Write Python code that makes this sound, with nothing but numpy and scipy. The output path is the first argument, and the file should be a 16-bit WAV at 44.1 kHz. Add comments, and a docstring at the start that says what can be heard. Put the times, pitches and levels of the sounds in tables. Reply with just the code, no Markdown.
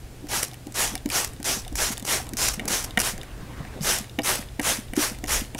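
"""A workroom with a hum and a rumble, where a hand pumps a trigger spray bottle over a quilt in quick strokes.
Nozzle hiss, mist and patter on cloth are shaped noises that follow each stroke; spits add short bursts.
Trigger ticks, bottle thumps and pump bubbles are short tones; the ticks crack and the thumps rattle too.
A sleeve rustles as swells of clumpy noise. Sparse echoes follow; one close mono microphone hears it all."""
import sys
import numpy as np
from scipy import signal
from scipy.io import wavfile
from scipy.ndimage import uniform_filter1d

SR = 44100
rng = np.random.default_rng(int(sys.argv[2]) if len(sys.argv) > 2 else 0)


def wrap_up_sound(samples):
    """Save the sound to the file named by the first command line argument, as 16-bit audio."""
    columns = np.atleast_2d(samples).T
    # keep every value between -1 and 1, then stretch to whole-number steps
    tamed = np.clip(columns, -1, 1)
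    steps = np.round(tamed * 32767).astype(np.int16)
    wavfile.write(sys.argv[1], SR, steps)


def volts_from_decibels(level):
    """Turn decibel levels (scalar or array-like) into linear amplitude factors."""
    exponent = np.asarray(level, float) / 20
    return 10 ** exponent


N = 246519
GAIN_STEP = 32  # samples per step of the stroke gains


def evened(x):
    """Scales to an rms of 1."""
    return x / np.sqrt(np.mean(x ** 2) + 1e-20)


def add(mix, start_s, sound):
    """Mixes a sound in at start_s."""
    part = mix[round(start_s * SR):][:len(sound)]
    part += sound[:len(part)]


def coloured(x, spectrum, patchy_db, size=2048):
    """Shapes x by a spectrum with drifting patches in time and pitch, then evens it."""
    hz, _, z = signal.stft(x, SR, nperseg=size, noverlap=size * 3 // 4)
    point_hz, point_db = np.transpose(spectrum)
    patches = uniform_filter1d(rng.standard_normal(z.shape), size=24, axis=0)
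    patches = evened(uniform_filter1d(patches, size=4, axis=1))
    shape_db = np.interp(np.log(hz + 1), np.log(point_hz), point_db)
    z = z * volts_from_decibels(shape_db[:, None] + patchy_db * patches)
    shaped = signal.istft(z, SR, nperseg=size, noverlap=size * 3 // 4)[1]
    return evened(shaped[:N])


def droplets(per_s, spread_db, share):
    """Smooth noise mixed with single drops of very uneven size; share is the drops' part of the power."""
    hits = rng.random(N) < per_s / SR
    sizes = volts_from_decibels(spread_db * np.minimum(rng.exponential(1, N), 4))
    drops = hits * sizes * rng.choice([-1, 1], N)
    return np.sqrt(1 - share) * rng.standard_normal(N) + np.sqrt(share) * evened(drops)


# air noise spectrum: (frequency [Hz], relative density [dB per Hz])
AIR_SPECTRUM = [(40, -11), (90, 4), (160, -4.5), (300, -6), (550, -13), (750, -14), (1000, -21),
                (1900, -21), (4300, -25.5), (9700, -27.5), (14000, -33), (16000, -37)]
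# deep rumble level: (time [s], level [dB])
RUMBLE_LEVEL = [(0.0, -41.5), (0.2, -48), (0.39, -39.5), (0.45, -55.5), (0.95, -37), (0.98, -42.5),
                (1.48, -44), (1.82, -34), (1.87, -42.5), (3.89, -39.5), (4.11, -46), (4.79, -40),
                (4.83, -48), (4.89, -32), (4.95, -48), (5.39, -34.5), (5.48, -41), (5.59, -38)]
# deep rumble spectrum: (frequency [Hz], relative density [dB per Hz])
RUMBLE_SPECTRUM = [(15, -11), (30, 17.5), (55, 7), (80, 5), (130, -44)]


def workroom():
    """Air noise, a deep rumble that swells, and a mains hum that wavers a little in pitch."""
    air_db, hum_db = -45, -47  # rms
    hum_hz, waver_hz = 120.8, 2.81
    t = np.arange(N) / SR
    waver = evened(uniform_filter1d(rng.standard_normal(N), size=4000))
    hum_turns = hum_hz * t + np.cumsum(waver_hz * waver) / SR
    hum = np.sqrt(2) * volts_from_decibels(hum_db) * np.sin(2 * np.pi * hum_turns)
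    rumble_gain = volts_from_decibels(np.interp(t, *np.transpose(RUMBLE_LEVEL)))
    rumble = rumble_gain * coloured(rng.standard_normal(N), RUMBLE_SPECTRUM, patchy_db=-1.5)
    air = volts_from_decibels(air_db) * coloured(rng.standard_normal(N), AIR_SPECTRUM, patchy_db=0.46)
    return hum + rumble + air


# arm movements: (start [s], length [s], dull drag level [dB], nap rustle level [dB])
ARM_MOVES = [(0.869, 0.11, -40.5, -54), (1.934, 0.21, -51, -65), (2.14, .26, -42.5, -58),
             (2.573, 0.15, -34.5, -50), (2.77, 0.26, -41, -53), (3.067, 0.38, -49.5, -52),
             (3.374, 0.23, -46, -51), (3.562, 0.13, -41.5, -47), (3.662, 0.17, -41, -48.5)]
# dull drag spectrum: (frequency [Hz], relative density [dB per Hz])
DRAG_SPECTRUM = [(120, -10.5), (220, -0.5), (450, -9.5), (800, -13), (1300, -26), (3000, -58)]
# nap rustle spectrum: (frequency [Hz], relative density [dB per Hz])
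NAP_SPECTRUM = [(500, -16), (1000, 0), (1900, -3.5), (2400, -7.5), (5000, -16), (12000, -32)]


def sleeve():
    """Fleece and hand dragging over the quilt: soft clumpy noise, one smooth swell per movement."""
    drag_gain, nap_gain = np.zeros((2, N))
    for start_s, length_s, drag_db, nap_db in ARM_MOVES:
        swell = np.hanning(round(length_s * SR)) ** 0.25
        add(drag_gain, start_s, volts_from_decibels(drag_db) * swell)
        add(nap_gain, start_s, volts_from_decibels(nap_db) * swell)
    drag = coloured(droplets(800, 3.1, 0.079), DRAG_SPECTRUM, patchy_db=5.0)
    nap = coloured(droplets(1800, 2.2, 0.39), NAP_SPECTRUM, patchy_db=2.5)
    return drag_gain * drag + nap_gain * nap


# hollow knocks of the bottle: (time [s], peak level [dB], ring centre [Hz], wall rattle re body [dB])
KNOCKS = [(0.226, -35, 287, -13), (0.24, -29, 305, -17), (0.666, -28, 310, -10), (0.936, -30, 292, -11),
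          (1.056, -16, 279, -17), (1.397, -28, 270, -12), (1.568, -27.5, 230, -6), (1.72, -27.5, 284, -9),
          (1.902, -25, 228, -16), (2.022, -26.5, 230, -10), (2.327, -28.5, 270, -23),
          (2.575, -28, 189, -28), (2.651, -28, 225, -13), (2.704, -27, 213, -6), (2.972, -16.5, 218, -4),
          (3.134, -28, 200, -11), (3.501, -36, 207, -3), (3.602, -23, 157, -14), (3.76, -30.5, 234, -16),
          (3.807, -20.5, 155, -20), (4.004, -28, 215, -19), (4.185, -17.5, 280, -4), (4.39, -27, 245, -12),
          (4.592, -17, 280, -4.5), (4.785, -27, 243, -18), (4.93, -23.5, 258, -7), (4.974, -11, 330, -18),
          (5.114, -26.5, 230, -10), (5.235, -23, 287, -3), (5.416, -26, 243, -11), (5.546, -24, 264, -3.5)]
# bottle body modes: (frequency [Hz], relative level [dB])
BOTTLE_MODES = [(155, -0.5), (218, 4.5), (295, 2.5), (390, -1.5)]


def thumps():
    """A soft push builds over a few ms and rings the bottle modes nearest its centre; the walls rattle above."""
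    t60_s, build_s, lead_s = 0.06, 0.0085, 0.002
    narrow_db_per_oct = 19.6
    out, t = np.zeros(N), np.arange(8000) / SR
    hz, mode_db = np.transpose(BOTTLE_MODES)[:, :, None]
    wall_band = signal.butter(3, [430, 860], "band", fs=SR)
    walls = evened(signal.lfilter(*wall_band, rng.standard_normal((len(KNOCKS), len(t)))))
    shape = volts_from_decibels(-60 * t / t60_s) * (1 - np.exp(-(t / build_s) ** 2))
    for (s, db, centre_hz, rattle_db), wall in zip(KNOCKS, walls):
        # the grip pulls each mode part of the way toward the centre
        pulled_hz = hz ** 0.7 * centre_hz ** 0.2976
        mode_gain = volts_from_decibels(mode_db - narrow_db_per_oct * abs(np.log2(hz / centre_hz)))
        body = (mode_gain * np.sin(2 * np.pi * pulled_hz * (t - 0.006))).sum(0)
        knock = shape * (evened(body) + volts_from_decibels(rattle_db) * wall)
        add(out, s - lead_s, volts_from_decibels(db) * knock / abs(knock).max())
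    return out


# bubbles in the pump: (time [s], level [dB], nominal pitch [Hz], length [s])
PUMP_BUBBLES = [(1.101, -25, 2360, 0.0062), (1.118, -23.5, 4470, 0.0042), (2.681, -31.5, 2120, 0.0073),
                (4.959, -37, 2250, 0.0067)]


def bubbles():
    """Air drawn into the pump: short tones that rise as the bubble shrinks."""
    out = np.zeros(N)
    for s, db, hz, length_s in PUMP_BUBBLES:
        t = np.arange(0, length_s, 1 / SR)
        turns = hz * (0.906 * t + 0.12 * t ** 2 / length_s)  # pitch glides from 0.906 to 1.146 of hz
        add(out, s, volts_from_decibels(db) * np.hanning(len(t)) ** 0.5 * np.sin(2 * np.pi * turns))
    return out


# trigger and valve ticks: (time [s], ring peak [dB], ring centre [Hz], bright crack peak [dB])
TRIGGER_TICKS = [(0.269, -37, 1480, -33), (0.4827, -47, 4860, -28), (0.5137, -33.5, 3780, -33),
                 (0.534, -40, 2480, -29), (0.525, -41.5, 750, -48), (0.5424, -34.5, 2360, -29.5),
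                 (0.6697, -41, 2900, -28.5), (0.723, -46, 1770, -29.5), (0.9394, -39, 1430, -36),
                 (0.9537, -21, 2330, -12), (0.96, -33.5, 750, -46), (0.978, -30.5, 3750, -28),
                 (1.059, -28, 2240, -21), (1.1012, -26, 2340, -17.5), (1.3348, -43, 1830, -31),
                 (1.364, -40, 3700, -42), (1.4015, -39, 1600, -31), (1.429, -33, 1730, -22),
                 (1.649, -31, 3720, -37), (1.665, -36.5, 780, -50), (1.6794, -29.5, 3420, -26),
                 (1.727, -49, 1840, -30), (1.972, -28, 3620, -30), (1.9789, -33, 1850, -19),
                 (1.9971, -34, 3400, -24), (2.0024, -39, 1820, -31), (2.0252, -36, 3630, -24.5),
                 (2.049, -36, 2160, -34.5), (2.2, -28, 800, -45), (2.2683, -33, 2280, -31),
                 (2.291, -42, 4770, -20.5), (2.335, -30.5, 2000, -21), (2.5955, -18.5, 2220, -26.5),
                 (2.655, -31, 1570, -20), (2.9078, -27, 3750, -33), (2.9738, -6.5, 1950, -13),
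                 (3.179, -30.5, 1630, -26.5), (3.214, -27, 3630, -34), (3.2325, -30.5, 1930, -29),
                 (3.65, -33, 1630, -41), (3.809, -30, 4960, -34), (4.043, -32, 2260, -32),
                 (4.0958, -32, 3770, -40), (4.1884, -14, 2350, -22.5), (4.219, -29, 4970, -26),
                 (4.425, -33, 1890, -44), (4.487, -37, 3790, -53), (4.596, -17, 1980, -20.5),
                 (4.884, -38, 3600, -55), (4.9352, -23, 2120, -23), (5.1477, -35, 2310, -36),
                 (5.1868, -41, 1820, -31.5), (5.2405, -23.5, 2160, -21.5), (5.254, -43, 2590, -34),
                 (5.261, -34, 2300, -28), (5.4097, -28, 3280, -33), (5.449, -35, 2690, -40),
                 (5.5476, -25, 2340, -24.5)]
# trigger modes: (frequency [Hz], relative level [dB], 60 dB decay time [s])
TRIGGER_MODES = [(750, 6, 0.037), (1550, -9, 0.022), (1910, 0.5, 0.01), (2250, -6, 0.015),
                 (2910, 2.5, 0.0094), (3630, 4, 0.0076), (4970, 4, 0.007)]


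def ticks():
    """Each tick rings the trigger modes nearest its centre, cracks briefly, and rebounds once."""
    hard_db = -19  # ticks above this are full blows of the trigger on its stop
    rebound_s = 0.0043
    crack_t60_s = 0.0061
    out, t = np.zeros(N), np.arange(2000) / SR
    crack_t = t[:250]
    hz, mode_db, t60_s = np.transpose(TRIGGER_MODES)[:, :, None]
    modes = len(TRIGGER_MODES)
    bright = signal.butter(1, [5000, 11000], "band", fs=SR)
    crack_shape = volts_from_decibels(-60 * crack_t / crack_t60_s) * (1 - np.exp(-crack_t / 0.00016))
    for s, db, centre_hz, crack_db in TRIGGER_TICKS:
        rebound_gain, narrow_db_per_oct = (0.68, 17) if db > hard_db else (0.23, 16)
        detune, phase = rng.standard_normal((2, modes, 1))
        away_db = -narrow_db_per_oct * abs(np.log2(hz / centre_hz))
        turns = hz * (1 + 0.013 * detune) * t + phase
        decaying = volts_from_decibels(mode_db + away_db - 60 * t / t60_s) * np.sin(2 * np.pi * turns)
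        ring = decaying.sum(0) * (1 - np.exp(-t / 0.0011))
        crack = signal.lfilter(*bright, rng.standard_normal(len(crack_t))) * crack_shape
        tick = volts_from_decibels(db) * ring / abs(ring).max()
        add(tick, 0, volts_from_decibels(crack_db) * crack / abs(crack).max())
        add(out, s, tick)
        add(out, s + rebound_s, rebound_gain * tick)
    return out


# pump strokes, before each layer's own offsets: (valve opens [s], rise [s], fall [s], peak level [dB],
# opening below the peak [dB], nozzle band trim [dB], delay of the first drops on cloth [s])
PUMP_STROKES = [(0.285, 0.071, 0.13, -29, 16.5, 0.5, .002), (0.742, 0.073, 0.13, -26.5, 13, 1, 0.0037),
                (1.097, 0.076, .12, -27, 16, 0.5, 0.0097), (1.443, 0.055, 0.13, -28.5, 7, 2, 0.0028),
                (1.755, 0.073, 0.13, -28, 12, 2, 0.024), (2.047, 0.078, 0.12, -27, 14, -0.5, 0.028),
                (2.369, 0.067, .13, -27.5, 9, 2.5, .016), (2.676, 0.059, 0.14, -28, 14, 0, .012),
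                (2.99, 0.078, 0.084, -28.5, 18.5, -2.5, .002), (3.815, 0.084, 0.13, -25, 15.5, -0.5, 0.029),
                (4.233, 0.058, 0.13, -25, 12, -2.5, .012), (4.613, .075, 0.12, -25, 20, -1.5, 0.013),
                (4.953, 0.074, 0.11, -27, 18, -0.5, 0.011), (5.271, 0.06, 0.12, -26.5, 13.5, 0, 0.01),
                (5.57, 0.046, .12, -26.5, 28, 0, .01)]


def flow(layer_db, late_db, rise_bend, fall_bend, lag_s):
    """Gain of one layer in each stroke: a jump as the valve opens, a rounded rise, a steepening fall."""
    fall_db = 25  # drop reached one fall time after the peak
    s, rise_s, fall_s, peak_db, open_db = np.transpose(PUMP_STROKES)[:5, :, None]
    t = np.arange(0, N, GAIN_STEP) / SR - s
    rise_s = rise_s + lag_s
    rise_down_db = (open_db + late_db) * np.clip(1 - t / rise_s, 0, 1) ** rise_bend
    fall_down_db = fall_db * np.maximum((t - rise_s) / fall_s, 0) ** fall_bend
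    down_db = np.minimum(rise_down_db + fall_down_db, 150)
    return volts_from_decibels(peak_db + layer_db - down_db) * (t > 0)


def fill(gains):
    """Sums the strokes and holds each gain step over its samples, lightly smoothed."""
    return uniform_filter1d(np.repeat(gains.sum(0), GAIN_STEP)[:N], size=90)


# air pockets bursting from the nozzle: (time [s], level before the layer offsets [dB], length [s])
AIR_SPITS = [(0.427, -6, .008), (0.434, -18.5, 0.021), (1.089, -21, 0.0056), (1.2451, -11.5, 0.0047),
             (1.273, -26, 0.0059), (1.754, -12, 0.0046), (1.914, -18.5, 0.026), (2.0505, -20, 0.004),
             (2.369, -12, 0.0031), (2.482, -7, 0.0084), (2.534, -19, 0.016), (2.677, -12.5, 0.012),
             (2.826, -21, 0.0034), (2.836, -19, 0.02), (2.988, -9.5, 0.0092), (2.999, -5, 0.0086),
             (3.004, -15, 0.018), (3.984, -14.5, 0.008), (4.352, -16, .006), (4.614, -12.5, .005),
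             (4.6294, -27, .005), (4.963, -18, 0.0072)]
# nozzle whistle band: (frequency [Hz], relative density [dB per Hz])
NOZZLE_SPECTRUM = [(1500, -64), (3500, -14), (4700, -6), (5700, 0), (6800, -2.5), (8000, -7.5),
                   (12000, -26)]
# fine mist: (frequency [Hz], relative density [dB per Hz])
MIST_SPECTRUM = [(3000, 0), (6000, -26), (8000, 0.5), (10500, 2.5), (13000, -2.5), (16000, -11.5)]
# patter on cloth: (frequency [Hz], relative density [dB per Hz])
CLOTH_SPECTRUM = [(150, -11.5), (350, -2), (750, 0.5), (1200, -2.5), (1700, 0), (2600, -2), (3700, -3),
                  (6000, -10), (10000, -8), (16000, -36)]


def spray():
    """Nozzle whistle band, fine mist and the duller patter on cloth; weak flow sputters most."""
    drip_db, drip_fall_db_per_s = -21.5, 171  # last drops keep landing on the cloth
    s, rise_s, fall_s, peak_db, _, nozzle_db, flight_s = np.transpose(PUMP_STROKES)[:, :, None]
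    t = np.arange(0, N, GAIN_STEP) / SR - s
    after = t - rise_s
    drips = volts_from_decibels(peak_db + drip_db - drip_fall_db_per_s * np.maximum(after - fall_s, 0)) * (after > 0)
    jet_flow = flow(layer_db=-0.28, late_db=-0.69, rise_bend=1.5, fall_bend=1.98, lag_s=-0.0016)
    wet_flow = flow(layer_db=-1.36, late_db=2, rise_bend=2.07, fall_bend=1.6, lag_s=-0.002)
    fine_flow = flow(layer_db=0.1, late_db=1.5, rise_bend=1.84, fall_bend=1.5, lag_s=0.0026)
    jet = fill(volts_from_decibels(nozzle_db) * jet_flow)
    wet = fill(np.maximum(wet_flow * (t > flight_s), drips))
    fine = fill(fine_flow)
    weak = 1 - jet / jet.max()
    flutter = uniform_filter1d(rng.standard_normal(N), size=70)
    flutter = evened(uniform_filter1d(flutter, size=70))
    sputter = volts_from_decibels((0.5 + 2.84 * weak ** 3) * flutter)
    for spit_s, db, length_s in AIR_SPITS:
        burst = signal.windows.tukey(round(length_s * SR), 0.6)
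        # a burst's rms lies well under its peak, and it is mostly fine mist
        add(jet, spit_s, volts_from_decibels(db - 19.5) * burst)
        add(fine, spit_s, volts_from_decibels(db - 16.0) * burst)
    hiss = coloured(droplets(6000, 2.3, 0.36), NOZZLE_SPECTRUM, patchy_db=2.0)
    mist = coloured(droplets(6000, 17.0, 0.15), MIST_SPECTRUM, patchy_db=0.9)
    patter = coloured(droplets(4000, 5.2, 0.47), CLOTH_SPECTRUM, patchy_db=2.1)
    return sputter * (jet * hiss + fine * mist) + volts_from_decibels(1.5) * wet * patter


def echoes(x):
    """Sparse reflections of random sign, dying quickly among soft furnishings."""
    t60_s, first_s = 0.15, 0.006
    t = np.arange(SR // 2) / SR
    hits = (rng.random(len(t)) < 0.05) * (t > first_s)
    taps = rng.choice([-1, 1], len(t)) * hits * volts_from_decibels(-60 * t / t60_s)
    taps = signal.lfilter([0.4], [1, -0.6], taps)  # dulls the treble
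    return signal.fftconvolve(x, taps / np.linalg.norm(taps))[:N]


def scene():
    """Bottle and arm with their reflections, over the room; the same on both channels."""
    near = sleeve() + thumps() + bubbles() + ticks() + spray()
    return np.tile(near + volts_from_decibels(-19.5) * echoes(near) + workroom(), (2, 1))


def band_limit(x):
    """A steep low-pass at the top of the band."""
    return signal.sosfilt(signal.butter(12, 16950, fs=SR, output="sos"), x)


def record(dry):
    """The same sound on both channels, plus faint noise that differs between them, then a band limit."""
    edge_hz, noise_db = 15780, -63.5
    noisy = dry + volts_from_decibels(noise_db) * rng.standard_normal(dry.shape)
    lowpass = signal.firwin(767, edge_hz, window=("kaiser", 7), fs=SR)
    limited = signal.oaconvolve(noisy, lowpass[None], "same")
    return band_limit(limited)


dry = scene()
out = record(dry)
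wrap_up_sound(out)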